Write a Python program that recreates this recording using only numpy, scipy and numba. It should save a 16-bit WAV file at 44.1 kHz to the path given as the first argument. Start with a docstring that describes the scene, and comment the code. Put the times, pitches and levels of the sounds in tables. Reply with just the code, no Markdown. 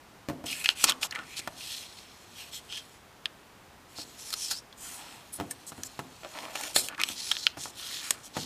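"""A small square of paper is folded and creased by hand on a wooden table, close by in a quiet room.
Room air runs throughout. Taps, strokes, snaps and scuffs start in that order and then intermingle to the end:
taps are shaped clicks that thud, ring table modes and knock the paper; strokes are dense slips through a
pocket resonance plus fibre hiss; snaps are bursts of tiny buckles; scuffs are coarse jerks with crinkles and
table rumble. From 1.1 s shifting hands rustle faintly over long spans. All but the air gets scatter and a tail."""
import sys
import numpy as np
from scipy import signal
from scipy.fft import rfft, irfft
from scipy.io import wavfile
from scipy.ndimage import uniform_filter1d
from numba import njit

SR = 44100
rng = np.random.default_rng(int(sys.argv[2]) if len(sys.argv) > 2 else 0)


def inscribe(sig):
    """Save sig as 16-bit PCM at rate SR to the path in sys.argv[1].

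    A 1-D sig is mono; a 2-D sig holds one channel per row.
    Samples are clipped to [-1, 1] before scaling.
    """
    pcm = np.round(np.clip(np.atleast_2d(sig).T, -1, 1) * 32767)
    wavfile.write(sys.argv[1], SR, pcm.astype(np.int16))


N = 372644

# Colour of the room air. Each row: frequency in Hz, gain in dB.
ROOM_COLOUR = [(15, -70), (25, -18), (69, -7.5), (415, -11), (500, -13.5), (856, -11), (15000, -33.5)]
# Fingers landing on the table. Each row: start in seconds, thump level in dB, knock over thump in dB.
TAPS = [(.287, -30.5, -3.5), (.303, -34.5, -34), (.441, -37.5, -5.5), (.841, -45.5, 17.5),
        (.888, -50.5, 13), (1.39, -47, -8), (1.475, -47.5, 15.5), (3.985, -43, -1.5), (4.525, -61, 13),
        (5.388, -40, -7), (5.4, -35.5, 2.5), (5.409, -33, -10), (5.72, -47.5, 5), (5.78, -40.5, -7.5),
        (5.992, -36.5, 3.5), (6.555, -50.5, 14.5), (6.763, -54, 26.5), (7.099, -44.5, -1.5),
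        (7.572, -43, 2.5), (7.657, -53.5, 14.5), (7.672, -50, -1), (8.368, -33, 2.5), (8.386, -40, -10)]
# Table-top modes. Each row: frequency in Hz, level in dB, 60 dB decay time in seconds.
TABLE_MODES = [(101, -3.5, 0.091), (139, -6.5, 0.069), (259, -1.5, 0.11), (290, -3.5, 0.081),
               (329, -6.5, 0.15), (500, -1, 0.041), (689, -2.5, 0.1), (1140, -10, 0.065)]
# Colour of a fingertip's soft thud. Each row: frequency in Hz, gain in dB.
THUD_COLOUR = [(40, -30), (95, 3), (420, -0.5), (750, -4.5), (2000, -34)]
# Colour of the paper knocked under a finger. Each row: frequency in Hz, gain in dB.
KNOCK_COLOUR = [(100, -17), (400, -5.5), (760, 7.5), (1150, 2.5), (1900, -5), (12000, -24.5)]
# Paper sliding on paper, skin and wood. Each row: start in seconds, length in seconds, pocket resonance in Hz,
# its relative width, swish level in dB, hiss over swish in dB.
STROKES = [(0.455, 0.022, 6850, .4, -42.5, 4), (0.454, 0.11, 2900, .3, -39, -3.5),
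           (0.516, 0.23, 2770, 0.26, -41.5, -1), (0.75, 0.15, 2900, 0.42, -40.5, 1),
           (0.864, 0.054, 3740, 0.96, -28.5, -19), (1.009, 0.0664, 3080, .3, -39.5, 4),
           (1.112, 0.19, 2200, 0.19, -58, -25), (1.242, 0.25, 2420, 0.23, -50.5, -6),
           (1.359, 0.052, 2900, 0.68, -36.5, -5.5), (1.553, 0.33, 3300, 0.7, -42.5, -2.5),
           (1.759, 0.42, 3800, 0.55, -52.5, -11), (2.338, 0.18, 3100, .3, -48.5, -2),
           (2.51, 0.096, 3020, 0.21, -44.5, -1), (2.681, 0.15, 3060, 0.2, -42, -12),
           (3.952, 0.094, 4800, .35, -42, -9), (4.157, 0.32, 5540, .25, -48.5, 2),
           (4.354, 0.18, 5600, 0.25, -38, -4.5), (4.481, 0.13, 5100, .16, -41.5, -9),
           (4.76, 0.2793, 8900, 0.5, -47.5, 0.5), (4.804, 0.46, 2580, 1.1, -53, -3),
           (5.321, 0.062, 8900, 0.29, -42, -25), (5.662, 0.05, 6950, 0.37, -42.5, -6),
           (5.842, 0.039, 6400, 0.26, -44.5, -20), (6.244, 0.43, 2330, 2.1, -51.5, -1),
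           (6.53, 0.22, 2550, 0.92, -48.5, 7), (6.742, 0.087, 3900, .3, -39.5, 10.5),
           (6.816, 0.085, 4060, .4, -50.5, 11), (7.023, 0.15, 3200, 0.63, -44.5, 2.5),
           (7.148, 0.22, 4900, .8, -37.5, -6), (7.279, 0.25, 3700, 0.49, -40.5, -16),
           (7.566, 0.15, 5340, 1.24, -41.5, -13), (7.746, 0.33, 3250, 0.43, -41, -3.5),
           (8.011, 0.15, 2500, .9, -45, 3), (8.229, 0.058, 4920, 0.57, -57, 9),
           (8.329, 0.16, 3600, .7, -40.5, -7.5)]
# Colour of the paper fibres. Each row: frequency in Hz, gain in dB.
FIBRE_COLOUR = [(1500, -18), (3500, -5), (5000, -4), (7800, -1.5), (11000, -7.5), (13000, -9.5),
                (15500, -21.5)]
# Buckles of the sheet. Each row: time in seconds, die-away time in seconds, pocket resonance in Hz,
# level in dB, crack over ring in dB.
SNAPS = [(0.644, 0.0078, 2670, -30, -5.5), (0.659, 0.0031, 2850, -23, -15), (0.69, 0.00064, 2940, -18, -15),
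         (.702, 0.0077, 2850, -30.5, -12), (0.8417, 0.0049, 4800, -15, 13),
         (0.896, 0.0033, 3760, -22.5, -2), (0.9, 0.003, 3500, -25.5, -1), (0.921, 0.0017, 3150, -30.5, -11),
         (1.031, 0.0045, 3000, -26.5, -9.5), (1.1103, 0.0025, 4470, -39, -11),
         (1.124, 0.0043, 1870, -35, -16), (1.159, 0.0042, 2150, -33.5, -18), (0.9105, 0.002, 2980, -33, -8),
         (1.152, 0.0042, 1960, -35.5, -10), (1.191, 0.005, 2100, -45, -24), (1.393, 0.0024, 2680, -40, 18),
         (1.399, 0.0015, 2730, -42.5, 4), (2.725, .003, 3180, -40, -12), (2.773, 0.0083, 3030, -39, -4.5),
         (4.305, 0.0055, 5200, -40, 10), (3.2572, 0.0013, 3300, -28, -18), (4.329, 0.0069, 4250, -33, 2),
         (4.339, 0.002, 4750, -30.5, 1), (4.513, 0.014, 4950, -26, 4), (4.727, 0.0028, 3490, -50, -19.5),
         (5.511, 0.0073, 8150, -33, -0.5), (5.8347, 0.002, 6210, -35, 4),
         (6.556, 0.0073, 2800, -33.5, -4.5), (6.612, 0.0036, 2310, -39, 5), (6.636, 0.0044, 2500, -36, -1),
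         (6.678, 0.0022, 2810, -44, -1), (6.7626, 0.0044, 3900, -19.5, 1),
         (6.886, 0.00224, 2920, -35, -1.5), (6.98, 0.002, 1600, -41, -13), (7.0, 0.00185, 2290, -33, -11),
         (7.006, 0.0058, 2300, -33, -15), (7.0153, 0.002, 2360, -28, -5.5),
         (7.036, 0.0017, 3070, -23, -9.5), (7.0885, 0.0028, 3440, -34, -2),
         (7.3156, 0.0033, 3500, -21.5, -12.5), (7.353, .001, 3700, -40, -11),
         (7.368, 0.00069, 3300, -33.5, -26), (7.4677, 0.000059, 3020, -18, -19.5),
         (8.1077, 0.0019, 8040, -21, 2)]
# Colour of the whole sheet flapping. Each row: frequency in Hz, gain in dB.
FLAP_COLOUR = [(100, -29), (600, -4), (1100, 8), (1700, 17), (2500, 2.5), (5000, -56.5)]
# Fingertips scuffing and flexing the loose sheet. Each row: start in seconds, length in seconds,
# sheet resonance in Hz, level in dB.
SCUFFS = [(0.83, 0.12, 1260, -37.5), (1.008, 0.061, 970, -42), (1.109, 0.14, 1260, -42),
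          (4.762, 0.51, 1080, -52.5), (6.219, 0.068, 710, -46), (6.3, 0.27, 820, -44.5),
          (6.545, 0.18, 990, -45), (6.885, 0.077, 1310, -44), (6.975, 0.06, 1260, -38),
          (7.723, 0.56, 1537, -53), (8.343, 0.047, 990, -47)]
# Hands shifting on the sheet. Each row: start in seconds, end in seconds.
HANDLING_SPANS = [(1.1, 3.02), (3.87, 4.6), (4.8, 6.5), (7.561, 8.4)]

ROOM_DB = -54.5
SETTLE_S, SETTLE_HALVING_DB = 0.013, 10  # settling time halves for each such rise of knock over thump
CREST_SHARE, SWELL_POWER = 0.42, 0.82  # where in a stroke the finger is fastest; shape of the crest
POCKET_FLEX_DB = 0.93  # wander of the pocket's pitch, as 20 log10 of the frequency ratio
SKIRT_SPREAD, SKIRT_DB = 7.3, -4  # open sheet: band broader by this factor; level against the hollow sound
GRIP_DB, SHUDDER_DB = 1.3, 1.7  # slow wander of the whole rub; fast wander of the swish
CATCH_PER_S, CATCH_SPREAD_DB, CATCH_DB = 200, 2.9, 4  # caught fibres: rate, size spread, size against slips
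SHEET_RING_S, SHEET_RING_DB = 0.0016, -3  # die-away time; level against the direct sound
SHEET_SHIFT_PER_S = 8.93  # new sets of sheet resonances
BUILD_SHARE = 0.36  # build-up time of a snap as a share of its die-away time
LEAD_HISS_S, LEAD_HISS_DB = 0.042, -20  # rise time of the faint hiss ahead of a snap; level against the crack
FLAP_DB = -11.5  # flap against snap
SCUFF_WIDTH = 0.8  # relative width of each of two band-passes
DRAG_DB, DRAG_LOW_HZ = -10.5, 200  # table rumble against rumple; high-pass corner of its drive
CRINKLE_PER_S, CRINKLE_HZ, CRINKLE_WIDTH, CRINKLE_DB = 140, 2500, 0.9, -1.5  # Hz is the mean pitch
HANDLING_HZ, HANDLING_WIDTH, HANDLING_DB, HANDLING_HISS_DB = 3130, 0.81, -61.5, 1
TOP_HZ = 15100


def undb(db):
    """Decibels to gain."""
    return 10 ** (np.asarray(db) / 20)


def unit(x):
    """Scale to rms 1."""
    return x / np.sqrt(np.mean(x ** 2))


def burst(x, db):
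    """Scale a short sound to the energy of 10 ms at the given rms level."""
    return x * undb(db) * np.sqrt(.01 * SR / np.sum(x ** 2))


def add(out, start_s, x):
    """Mix x into out from start_s."""
    i = int(start_s * SR)
    out[i:i + len(x)] += x[:N - i]


def colour(x, points):
    """Minimum-phase filter through (Hz, dB) points, built by folding the cepstrum."""
    hz, db = np.transpose(points)
    size = 4096
    bin_hz = np.arange(size // 2 + 1) * SR / size
    gain_db = np.interp(np.log(bin_hz + 1), np.log(hz), db)
    cepstrum = irfft(np.log(undb(gain_db)))
    cepstrum[1:size // 2] *= 2
    cepstrum[size // 2 + 1:] = 0
    response = irfft(np.exp(rfft(cepstrum)))
    return signal.fftconvolve(x, response)[:len(x)]


@njit
def svf(x, hz, width):
    """State-variable band-pass with a moving centre and a relative width."""
    y, band, low = np.empty(len(x)), 0., 0.
    for i in range(len(x)):
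        g = np.tan(np.pi * min(hz[i], .45 * SR) / SR)
        v = (band + g * (x[i] + 1e-18 - low)) / (1 + g * (g + width))
        band, low, y[i] = 2 * v - band, low + 2 * g * v, width * v
    return y


def steep_band(x, hz, width):
    """Two equal band-passes in series give a steeper resonance."""
    return svf(svf(x, hz, width), hz, width)


def slips(count, per_s, spread_db):
    """Fibres catch and let go: random clicks of uneven size and either sign."""
    hit = rng.random(count) < per_s / SR
    size = undb(spread_db * np.minimum(rng.exponential(size=count), 4))
    return hit * size * rng.choice([-1, 1], count)


def walk(count, rate_hz):
    """Slow chance: random levels held at rate_hz, smoothed twice, spread near 1."""
    hold = int(SR / rate_hz)
    steps = np.repeat(rng.standard_normal(count // hold + 1), hold)
    return 1.3 * uniform_filter1d(uniform_filter1d(steps, hold), hold)[:count]


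def room_air():
    """Steady air of the room: coloured noise."""
    return unit(colour(rng.standard_normal(N), ROOM_COLOUR)) * undb(ROOM_DB)


def table_ring(count):
    """Table modes answer a soft push as decaying cosines, mixed at random for each spot."""
    t = np.arange(count) / SR
    modes = np.array([undb(db) * np.cos(2 * np.pi * hz * t) * np.exp(-np.log(1000) * t / t60_s)
                      for hz, db, t60_s in TABLE_MODES])
    spot = rng.choice([-1, 1], len(modes)) * undb(rng.standard_normal(len(modes)))
    flesh = signal.butter(2, 1300, fs=SR, output="sos")  # flesh softens the blow
    return signal.sosfilt(flesh, spot @ modes)


def taps():
    """A soft fingertip thuds and rings the table; the paper under it knocks."""
    out, t = np.zeros(N), np.arange(SR // 3) / SR
    for start_s, thump_db, knock_db in TAPS:
        settle_s = SETTLE_S * .5 ** (knock_db / SETTLE_HALVING_DB)
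        push = slips(len(t), per_s=1900, spread_db=3.0) * np.exp(-t / settle_s)
        push[0] += 4  # first contact
        ring = burst(table_ring(len(t)), thump_db - 1.6)
        thud = burst(colour(push, THUD_COLOUR), thump_db - 3.5)
        knock = burst(colour(push, KNOCK_COLOUR), thump_db + knock_db)
        add(out, start_s, ring + thud + knock)
    return out


def swell(length_s):
    """Speed of a finger through one stroke: it gathers, crests and stops."""
    along = np.linspace(0, 1, int(length_s * SR))
    phase = np.interp(along, [0, CREST_SHARE, 1], [0, np.pi / 2, np.pi])
    return np.sin(phase) ** SWELL_POWER


def pocket(x, hz, width, upper_ratio, upper_db):
    """Air under the curved sheet: one steep resonance minus a weaker, higher one."""
    hz = hz * np.ones(len(x))
    low = steep_band(x, hz, width)
    high = steep_band(x, hz * upper_ratio, width)
    return low - undb(upper_db) * high


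def sheet(x):
    """The sheet's many small resonances: short noise responses, cross-faded at a steady rate."""
    t = np.arange(256) / SR
    hold = np.arange(len(x)) / SR * SHEET_SHIFT_PER_S
    out = x.copy()
    for k in range(int(hold[-1]) + 2):
        ring = rng.standard_normal(len(t)) * np.exp(-t / SHEET_RING_S) * (t > 0)
        ring /= np.linalg.norm(ring)
        fade = np.cos(np.pi / 2 * np.clip(hold - k, -1, 1))
        out += undb(SHEET_RING_DB) * fade * signal.fftconvolve(x, ring)[:len(x)]
    return out


def rubbing(count, hz, width, hiss_db):
    """Dense slips under fairly even pressure: hollow pocket swish, fine fibre hiss, small ticks."""
    hz = hz * undb(POCKET_FLEX_DB * walk(count, 14.2))
    catches = slips(count, CATCH_PER_S, CATCH_SPREAD_DB) * undb(CATCH_DB)
    hollow_push = slips(count, per_s=3500, spread_db=3.5) + catches
    hollow = pocket(hollow_push, hz, width, upper_ratio=1.66, upper_db=-13)
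    skirt_push = slips(count, per_s=4000, spread_db=2.5) + catches
    skirt = sheet(steep_band(skirt_push, hz, min(SKIRT_SPREAD * width, 2)))
    swish = unit(unit(hollow) + undb(SKIRT_DB) * unit(skirt))
    hiss = sheet(colour(slips(count, per_s=8000, spread_db=4.0) + catches, FIBRE_COLOUR))
    rub = swish * undb(SHUDDER_DB * walk(count, 220)) + unit(hiss) * undb(hiss_db)
    return rub * undb(GRIP_DB * walk(count, 37.75))


def sliding():
    """Strokes rub the paper, loudest at top finger speed; a closed pocket rings narrowly, a leaky one broadly."""
    out = np.zeros(N)
    for start_s, length_s, hz, width, db, hiss_db in STROKES:
        speed = swell(length_s)
        add(out, start_s, rubbing(len(speed), hz, width, hiss_db) * speed * undb(db))
    return out


def snaps():
    """A faint rising hiss leads into a run of tiny buckles that ring the pocket, flap the sheet and crack."""
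    out, count = np.zeros(N), 4096
    lead = count // 3  # samples ahead of the snap
    t = (np.arange(count) - lead) / SR
    for start_s, fall_s, hz, db, crack_db in SNAPS:
        shape = np.exp(-abs(t) / np.where(t < 0, BUILD_SHARE * fall_s, fall_s))
        push = slips(count, per_s=6000, spread_db=1.5) * shape
        push[lead] += 3  # the crease itself gives way
        lead_push = slips(count, per_s=6000, spread_db=5.0) * np.exp(-abs(t) / LEAD_HISS_S) * (t < 0)
        ring = pocket(push, hz, width=0.3, upper_ratio=1.556, upper_db=-9.5)
        crack = burst(colour(push, FIBRE_COLOUR), crack_db)
        lead_hiss = burst(colour(lead_push, FIBRE_COLOUR), crack_db + LEAD_HISS_DB)
        snap = burst(burst(ring, 0) + crack + lead_hiss, db)
        flap = burst(sheet(colour(push, FLAP_COLOUR)), db + FLAP_DB)
        add(out, start_s - lead / SR, snap + flap)
    return out


def scuffing():
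    """Coarse, jerky skin slips flex the sheet: low rumple, dry crinkles and a rumble of the table below."""
    out = np.zeros(N)
    shove_filter = signal.butter(2, DRAG_LOW_HZ, "high", fs=SR, output="sos")
    for start_s, length_s, hz, db in SCUFFS:
        speed = swell(length_s)
        count = len(speed)
        centre_hz = hz * undb(0.5 * walk(count, 19.0))
        jerks = slips(count, per_s=1100, spread_db=3.0) * undb(2 * walk(count, 104.5))
        rumple = sheet(steep_band(jerks, centre_hz, SCUFF_WIDTH))
        shove = signal.sosfilt(shove_filter, jerks)
        drag = signal.fftconvolve(shove, table_ring(count))[:count]
        buckles = slips(count, CRINKLE_PER_S, spread_db=4.5)
        pitch_hz = CRINKLE_HZ * undb(2 * walk(count, 153))
        crinkle = steep_band(buckles, pitch_hz, CRINKLE_WIDTH)
        crinkle *= np.sqrt(SR / CRINKLE_PER_S)  # offsets the sparse rate
        scuff = unit(rumple) + unit(drag) * undb(DRAG_DB) + crinkle * undb(CRINKLE_DB)
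        add(out, start_s, scuff * speed * undb(db))
    return out


def handling():
    """A faint, fitful rustle of rubbing while the hands shift their hold."""
    out = np.zeros(N)
    for start_s, end_s in HANDLING_SPANS:
        count = int((end_s - start_s) * SR)
        touch = signal.windows.tukey(count, .1) * undb(HANDLING_DB + 0.8 * walk(count, 10.8))
        add(out, start_s, rubbing(count, HANDLING_HZ, HANDLING_WIDTH, HANDLING_HISS_DB) * touch)
    return out


def echoes(x, t60_s, wet_db, near_s, near_db):
    """Quick scatter from hands and table, then the faint tail of the room: decaying noise responses."""
    t = np.arange(SR // 2) / SR
    near = rng.standard_normal(len(t)) * np.exp(-t / near_s) * (t > .0006)
    far = colour(rng.standard_normal(len(t)), [(500, 8), (3000, -13.0), (12000, -16.0)])
    far = far * np.exp(-np.log(1000) * t / t60_s) * (t > .004)
    response = undb(near_db) * near / np.linalg.norm(near) + undb(wet_db) * far / np.linalg.norm(far)
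    return signal.fftconvolve(x, response)[:N]


def scene():
    """Paper and table with their echoes over the room air."""
    air = room_air()
    hands = taps() + sliding() + snaps() + scuffing() + handling()
    room = echoes(hands, t60_s=0.54, wet_db=-18.5, near_s=0.0045, near_db=-11.5)
    return (hands + room + air)[None]


def record(dry):
    """Clip at full scale, then cut steeply above TOP_HZ."""
    low_pass = signal.ellip(10, .2, 70, TOP_HZ, fs=SR, output="sos")
    return signal.sosfilt(low_pass, np.clip(dry, -1, 1))


dry = scene()
out = record(dry)
inscribe(out)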